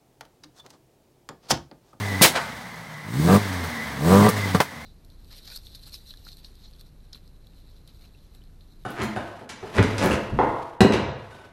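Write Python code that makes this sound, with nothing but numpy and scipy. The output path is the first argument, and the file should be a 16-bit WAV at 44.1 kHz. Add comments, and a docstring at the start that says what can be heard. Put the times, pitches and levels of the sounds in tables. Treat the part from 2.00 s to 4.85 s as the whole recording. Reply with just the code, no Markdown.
"""A street between houses, the microphone a few metres beside the tailpipe of a small hatchback.
The four-cylinder engine's revs fall; unburnt fuel explodes in the exhaust and the house fronts
slap the bang back. Two throttle blips boom and rasp in the pipe, each sinking into a drone, and
sharp pops follow. Behind it all the engine bay rushes and whines."""
import sys
import numpy as np
from scipy import signal
from scipy.fft import rfft, irfft
from scipy.io import wavfile
from scipy.ndimage import map_coordinates

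SR = 44100
rng = np.random.default_rng(int(sys.argv[2]) if len(sys.argv) > 2 else 0)


def dump_mix(stems):
    """Bounce the given channels to the path in sys.argv[1] as a 16-bit WAV at rate SR."""
    frames = np.atleast_2d(stems).T  # one column per channel
    limited = np.clip(frames, -1, 1)  # hard clip at full scale
    pcm = np.round(limited * 32767).astype(np.int16)
    wavfile.write(sys.argv[1], SR, pcm)


N = 125685
T = np.arange(N) / SR


def undb(db):
    return 10 ** (np.asarray(db) / 20)


def unit(x):
    """Scale to rms 1."""
    return x / np.sqrt(np.mean(x ** 2))


def curve(rows, column=1):
    """One column of a table joined by straight lines in time."""
    rows = np.array(rows)
    return np.interp(T, rows[:, 0], rows[:, column])


def colour(x, points):
    """Filter by a spectrum of (Hz, dB) points, falling away below the first."""
    hz, db = np.array(points).T
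    f = np.maximum(np.arange(N + 1) * SR / (2 * N), 1)
    gain = undb(np.interp(np.log(f), np.log(hz), db)) * np.minimum(f / hz[0], 1) ** 2
    return irfft(rfft(x, 2 * N) * gain)[:N]


def noise(points):
    """Coloured noise of rms 1."""
    return unit(colour(rng.standard_normal(N), points))


def resonate(x, hz, width):
    """One resonance, gain 1 at its centre."""
    return signal.lfilter(*signal.iirpeak(hz, hz / width, fs=SR), x)


def walk(rate):
    """Smooth random drift, `rate` steps a second, with a spread near 1."""
    return map_coordinates(rng.standard_normal(4096), [T * rate], order=2, mode="wrap")


def burst(start, decay, attack=.0006):
    """A quick rise and an exponential fall; times in seconds."""
    age = np.maximum(T - start, 0)
    return np.minimum(age / attack, 1) * np.exp(-age / decay)


# Clatter and belt hiss from the far end of the car (frequency [Hz], level [dB])
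CLATTER_SPECTRUM = [(100, 6.5), (250, 6), (340, -6), (450, -0.5), (700, 1.5), (1050, 2), (1400, -2),
                    (1700, 2.5), (2150, 1.5), (2500, -12), (4000, -76)]
BELT_SPECTRUM = [(1500, -16), (2600, 1.5), (3400, 5.5), (5000, 1), (11000, -7.5), (16000, -10.5)]
# Slow sway of both (time [s], level [dB])
BAY_SWAY = [(0, 1), (.6, -0.5), (1.9, 3), (2.5, 3), (2.7, -4)]

def engine_bay(firing_hz, turns):
    """Clatter and belt hiss grow with the revs and pulse faintly with each firing."""
    octaves = np.log2(firing_hz / 100)
    flicker = (1 + .022 * np.cos(2 * np.pi * turns)) * undb(.9 * walk(70))
    clatter = undb(-33.5 + 8 * octaves) * noise(CLATTER_SPECTRUM)
    belt = undb(-40 + 10.5 * octaves) * noise(BELT_SPECTRUM)
    return (clatter + belt) * flicker * undb(curve(BAY_SWAY))


# Moments when the whine comes forward (time [s], half length [s], level [dB])
WHINE_SWELLS = [(0.154, 0.11, -36), (1.012, 0.02, -48), (1.791, 0.05, -33.5), (2.263, 0.015, -30),
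                (2.394, 0.0096, -31), (2.433, 0.02, -30.5)]

def whine(hz=2024, width_hz=82, rest_db=-48.5):
    """A thin, wavering whine in the engine bay swells now and then."""
    swells = sum(undb(db) * np.exp(-((T - at) / half) ** 2) for at, half, db in WHINE_SWELLS)
    ring = resonate(resonate(rng.standard_normal(N), hz, width_hz), hz, width_hz)
    wavering = map_coordinates(ring, [(T + .001 * walk(12)) * SR], order=1, mode="mirror")
    return (undb(rest_db) + swells) * unit(wavering)


# The four cylinders in firing order (level [dB])
CYLINDER_DB = [1.4, -.8, .4, -1.7]

def firings(turns, scatter_db, jitter_s):
    """One pulse per firing; the cylinders differ and every firing varies."""
    count = np.arange(1, int(turns[-1]))
    timing, strength = rng.standard_normal((512, 2))[:len(count)].T
    at = np.interp(count, turns, T) + jitter_s * timing
    level_db = np.array(CYLINDER_DB)[count % len(CYLINDER_DB)] + scatter_db * strength
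    pulses = np.zeros(N)
    pulses[np.clip((at * SR).astype(int), 0, N - 1)] = undb(level_db)
    return pulses


def exhaust_tone(turns, orders, rough, flutter_rate):
    """Multiples of the firing rate, each wavering in level and phase; rms 1."""
    out = 0
    for order, db in orders:
        flutter = 1 + rough * (walk(flutter_rate) + 1j * walk(flutter_rate))
        out += undb(db) * (flutter * np.exp(2j * np.pi * order * turns)).imag
    return unit(out)


# The burble between blips (time [s], level [dB])
IDLE_LEVEL = [(.3, -39.5), (.55, -42), (.71, -47), (.78, -39), (.93, -43.5), (1.02, -45), (1.7, -34),
              (1.95, -34), (2.65, -46), (2.85, -38)]
# Its partials (multiple of the firing rate, level [dB])
IDLE_ORDERS = [(1, 6), (2, -1.5), (3, 7.5), (4, 0.5), (5, -20)]
# What the silencer lets into the street (frequency [Hz], gain [dB])
SILENCER_RESPONSE = [(60, 6), (95, 0), (125, 4), (165, -1.5), (215, -5.5), (350, -8), (600, 2)]

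def idle(turns):
    """At low revs the exhaust burbles unevenly through the silencer."""
    burble = exhaust_tone(turns, IDLE_ORDERS, rough=.3, flutter_rate=18)
    return undb(curve(IDLE_LEVEL)) * unit(colour(burble, SILENCER_RESPONSE))


# Stretches with the throttle shut (start [s], end [s], level [dB])
OVERRUNS = [(-.05, 0.21, -28), (1.392, 1.68, -29.5), (2.321, 2.592, -26.5)]
# The drone's overtones and the gas hiss at the tailpipe (frequency [Hz], level [dB])
OVERRUN_SPECTRUM = [(110, -22), (185, 2), (230, 2), (280, 3.5), (335, -26), (410, -1.5), (520, -14),
                    (1300, -41)]
HISS_SPECTRUM = [(1000, -4), (2500, -1.5), (4000, 5), (5500, 1), (8300, 3), (11000, -3.5), (16000, -1)]

def overrun(turns, fade_s=.014):
    """With the throttle shut the pipe drones and hisses over weak, ragged firings."""
    level = sum(undb(db) * np.clip(np.minimum(T - start, end - T) / fade_s + .5, 0, 1)
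                for start, end, db in OVERRUNS)
    drone = np.sqrt(2) * np.sin(2 * np.pi * turns)
    pulses = firings(turns, scatter_db=2.8, jitter_s=.00018)
    overtones = undb(-8) * unit(colour(pulses, OVERRUN_SPECTRUM))
    return level * (drone + overtones + undb(-22.5) * noise(HISS_SPECTRUM))


# Resonances of the tailpipe (frequency [Hz], width [Hz], gain [dB])
PIPE_MODES = [(425.4, 25.7, 6.5), (481.7, 47, 5), (606.6, 47, 2), (739, 30, 1), (992, 105, 0.5),
              (1184, 18, 4.5), (1278, 13, -7), (1610, 32, -9)]

def tailpipe(x, wander_db=2.5, gust_rate=14):
    """The pipe rings; its resonances wax and wane in the gusts of hot gas."""
    return sum((-1) ** k * undb(db + wander_db * walk(gust_rate)) * resonate(x, hz, width)
               for k, (hz, width, db) in enumerate(PIPE_MODES))


# Two blips from beside the tailpipe, a list each (time [s], boom level [dB], rasp level [dB])
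BLIPS = [
    [(1.06, -43, -54), (1.14, -27.5, -47), (1.22, -20, -37.5), (1.31, -15.5, -14.5), (1.335, -10.5, -15.5),
     (1.362, -9.5, -15)],
    [(1.99, -35, -37), (2.06, -18.5, -25), (2.13, -11, -12.5), (2.2, -11.5, -16), (2.27, -14.5, -17)],
]
# The boom under load (multiple of the firing rate, level [dB])
LOAD_ORDERS = [(1, -1.5), (1.5, -17), (2, 2), (2.5, -13), (3, -16.5), (4, -8), (5, -25), (6, -30)]
# Growl in the silencer and gas puffing from the pipe (frequency [Hz], level [dB])
GROWL_SPECTRUM = [(90, -11), (150, 13), (200, 2.5), (300, 1), (380, -5.5), (520, -40), (1500, -52)]
GAS_SPECTRUM = [(150, -5), (300, -9.5), (600, -7), (1150, -13), (1500, -12), (2500, -21.5), (5000, -35)]

def throttle_blips(turns, shut_db_per_s=704, growl_limit_db=-23.5):
    """Under load the firings boom, growl in the silencer, ring the pipe and blow out puffs of gas."""
    boom_db = rasp_db = -np.inf
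    for blip in BLIPS:
        outside_s = np.maximum(np.maximum(blip[0][0] - T, T - blip[-1][0]), 0)
        boom_db = np.maximum(boom_db, curve(blip, column=1) - shut_db_per_s * outside_s)
        rasp_db = np.maximum(rasp_db, curve(blip, column=2) - shut_db_per_s * outside_s)
    pulses = firings(turns, scatter_db=2, jitter_s=.00007)
    puffs = unit(1 + .095 * np.cos(2 * np.pi * turns))
    boom = undb(boom_db + .5) * exhaust_tone(turns, LOAD_ORDERS, rough=.11, flutter_rate=40)
    lumpy = firings(turns, scatter_db=3, jitter_s=.0003)
    growl = undb(np.minimum(boom_db + .5, growl_limit_db)) * unit(colour(lumpy, GROWL_SPECTRUM))
    ring = undb(-1.5) * unit(tailpipe(pulses))
    gas = undb(-9) * puffs * noise(GAS_SPECTRUM)
    hiss = undb(-20.5 + .84 * boom_db) * puffs * noise(HISS_SPECTRUM)
    return boom + growl + undb(rasp_db) * (ring + gas) + hiss


# Pops in the exhaust (time [s], thump [dB], ring [dB], crack [dB], crack decay [s], sizzle [dB])
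POPS = [(0.2117, -4.5, -18, -16.5, 0.0074, -29), (0.2344, -26, -17, -10.5, 0.004, -30),
        (0.247, -38, -19, -7, 0.0063, -35), (1.635, -35, -28.5, -33, 0.035, -44),
        (2.2835, -10, -13.5, -19.5, 0.0082, -48), (2.2895, -15, -15, -28, 0.00093, -14.5),
        (2.294, -27, -21, -43, 0.0063, -25), (2.547, -4, -10, -16.5, 0.014, -32.5),
        (2.602, -11.5, -14.5, -10.5, 0.012, -26.5)]
# Crack and sizzle at the pipe's mouth (frequency [Hz], level [dB])
CRACK_SPECTRUM = [(150, 16), (400, 10.5), (1000, 15.5), (1800, 12), (2800, 3), (4200, 3), (12000, -21)]
SIZZLE_SPECTRUM = [(2500, -10), (5000, -1), (9000, 1), (16000, -2)]

def pops(thump_hz=183):
    """Small explosions thump the silencer, ring the pipe and crack and sizzle at its mouth."""
    crack, sizzle, out = noise(CRACK_SPECTRUM), noise(SIZZLE_SPECTRUM), 0
    for at, thump_db, ring_db, crack_db, decay, sizzle_db in POPS:
        ring = tailpipe(signal.unit_impulse(N, int(at * SR)) + 1e-18)
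        out += undb(thump_db) * burst(at, decay=.006) * np.sin(2 * np.pi * thump_hz * (T - at))
        out += undb(ring_db) * ring / np.abs(ring).max()
        out += undb(crack_db) * crack * burst(at, decay)
        out += undb(sizzle_db) * sizzle * burst(at, 1.73 * decay)
    return out


# Slaps off house fronts some twenty metres away (delay [s], level [dB])
SLAPS = [(0.117, -13), (.132, -2)]
# Scatter along the street (delay [s], level [dB], decay [s])
TAILS = [(.02, -18, 0.5), (0.164, -10, 0.063)]
# Colour of both back at the microphone (frequency [Hz], gain [dB])
ECHO_COLOUR = [(80, -24), (250, -12), (650, -5), (900, 2), (1180, 5.5), (1800, -2), (2500, -9), (8000, -19),
               (16000, -33)]

def street_echo(x):
    """House fronts slap the bang back, duller; a scattered tail follows."""
    response = sum(undb(db) * signal.unit_impulse(N, int(delay * SR)) for delay, db in SLAPS)
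    for delay, db, decay in TAILS:
        scatter = rng.standard_normal(N) * burst(delay, decay)
        response += undb(db) * scatter / np.linalg.norm(scatter)
    return colour(signal.fftconvolve(x, response)[:N], ECHO_COLOUR)


# The bang from a few metres, by octave (centre [Hz], level [dB], limiter hold [s], fall [dB/s])
ROAR_BANDS = [(353, -18.5, 0.034, 370), (726, -18, 0.036, 350), (1820, -18, 0.038, 430),
              (3400, -12, 0.031, 395), (7230, -11.5, 0.02, 337), (14300, -13, 0.028, 420)]

def backfire(start, attack_s=.004):
    """The backfire roars, held flat briefly by the recorder's limiter, then dies away."""
    age, out = T - start, 0
    for hz, db, hold, fall in ROAR_BANDS:
        octave = signal.butter(2, [hz / np.sqrt(2), hz * np.sqrt(2)], "band", fs=SR, output="sos")
        band = unit(signal.sosfilt(octave, rng.standard_normal(N)))
        out += band * undb(db - fall * np.maximum(age - hold, 0))
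    return out * np.clip(age / attack_s, 0, 1)


# Revs of the standing car (time [s], firing rate [Hz])
FIRING_RATE = [(0, 104), (.2, 93.5), (.45, 72), (.72, 56.5), (1.06, 48.5), (1.12, 57), (1.23, 79.5),
               (1.31, 95.5), (1.385, 104), (1.6, 86.5), (1.99, 65), (2.06, 82.5), (2.13, 96.6),
               (2.285, 107.6), (2.42, 100.8), (2.54, 93.4), (2.85, 73)]

def scene(bang_s=.2165):
    """Engine, backfire and street as they meet at one microphone."""
    firing_hz = curve(FIRING_RATE)
    turns = np.cumsum(firing_hz) / SR  # one turn per firing
    bang = backfire(bang_s)
    blast = bang * burst(bang_s, decay=.05, attack=.012)  # the bang's front carries to the houses
    exhaust = throttle_blips(turns) + overrun(turns) + idle(turns)
    bay = engine_bay(firing_hz, turns) + whine()
    return (bay + exhaust + street_echo(blast) + pops() + bang)[None]


def record(dry, low_cut_hz=95.8, ceiling=.59, top_hz=15800):
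    """The microphone thins the bass, notches the treble, flattens the loudest peaks and cuts the top."""
    notched = dry - resonate(dry, hz=7190, width=270)
    thin = signal.sosfilt(signal.butter(4, low_cut_hz, "high", fs=SR, output="sos"), notched)
    flat = thin / (1 + (thin / ceiling) ** 4) ** (1 / 4)
    return signal.sosfiltfilt(signal.ellip(8, .1, 45, top_hz, fs=SR, output="sos"), flat)


dry = scene()
out = record(dry)
dump_mix(out)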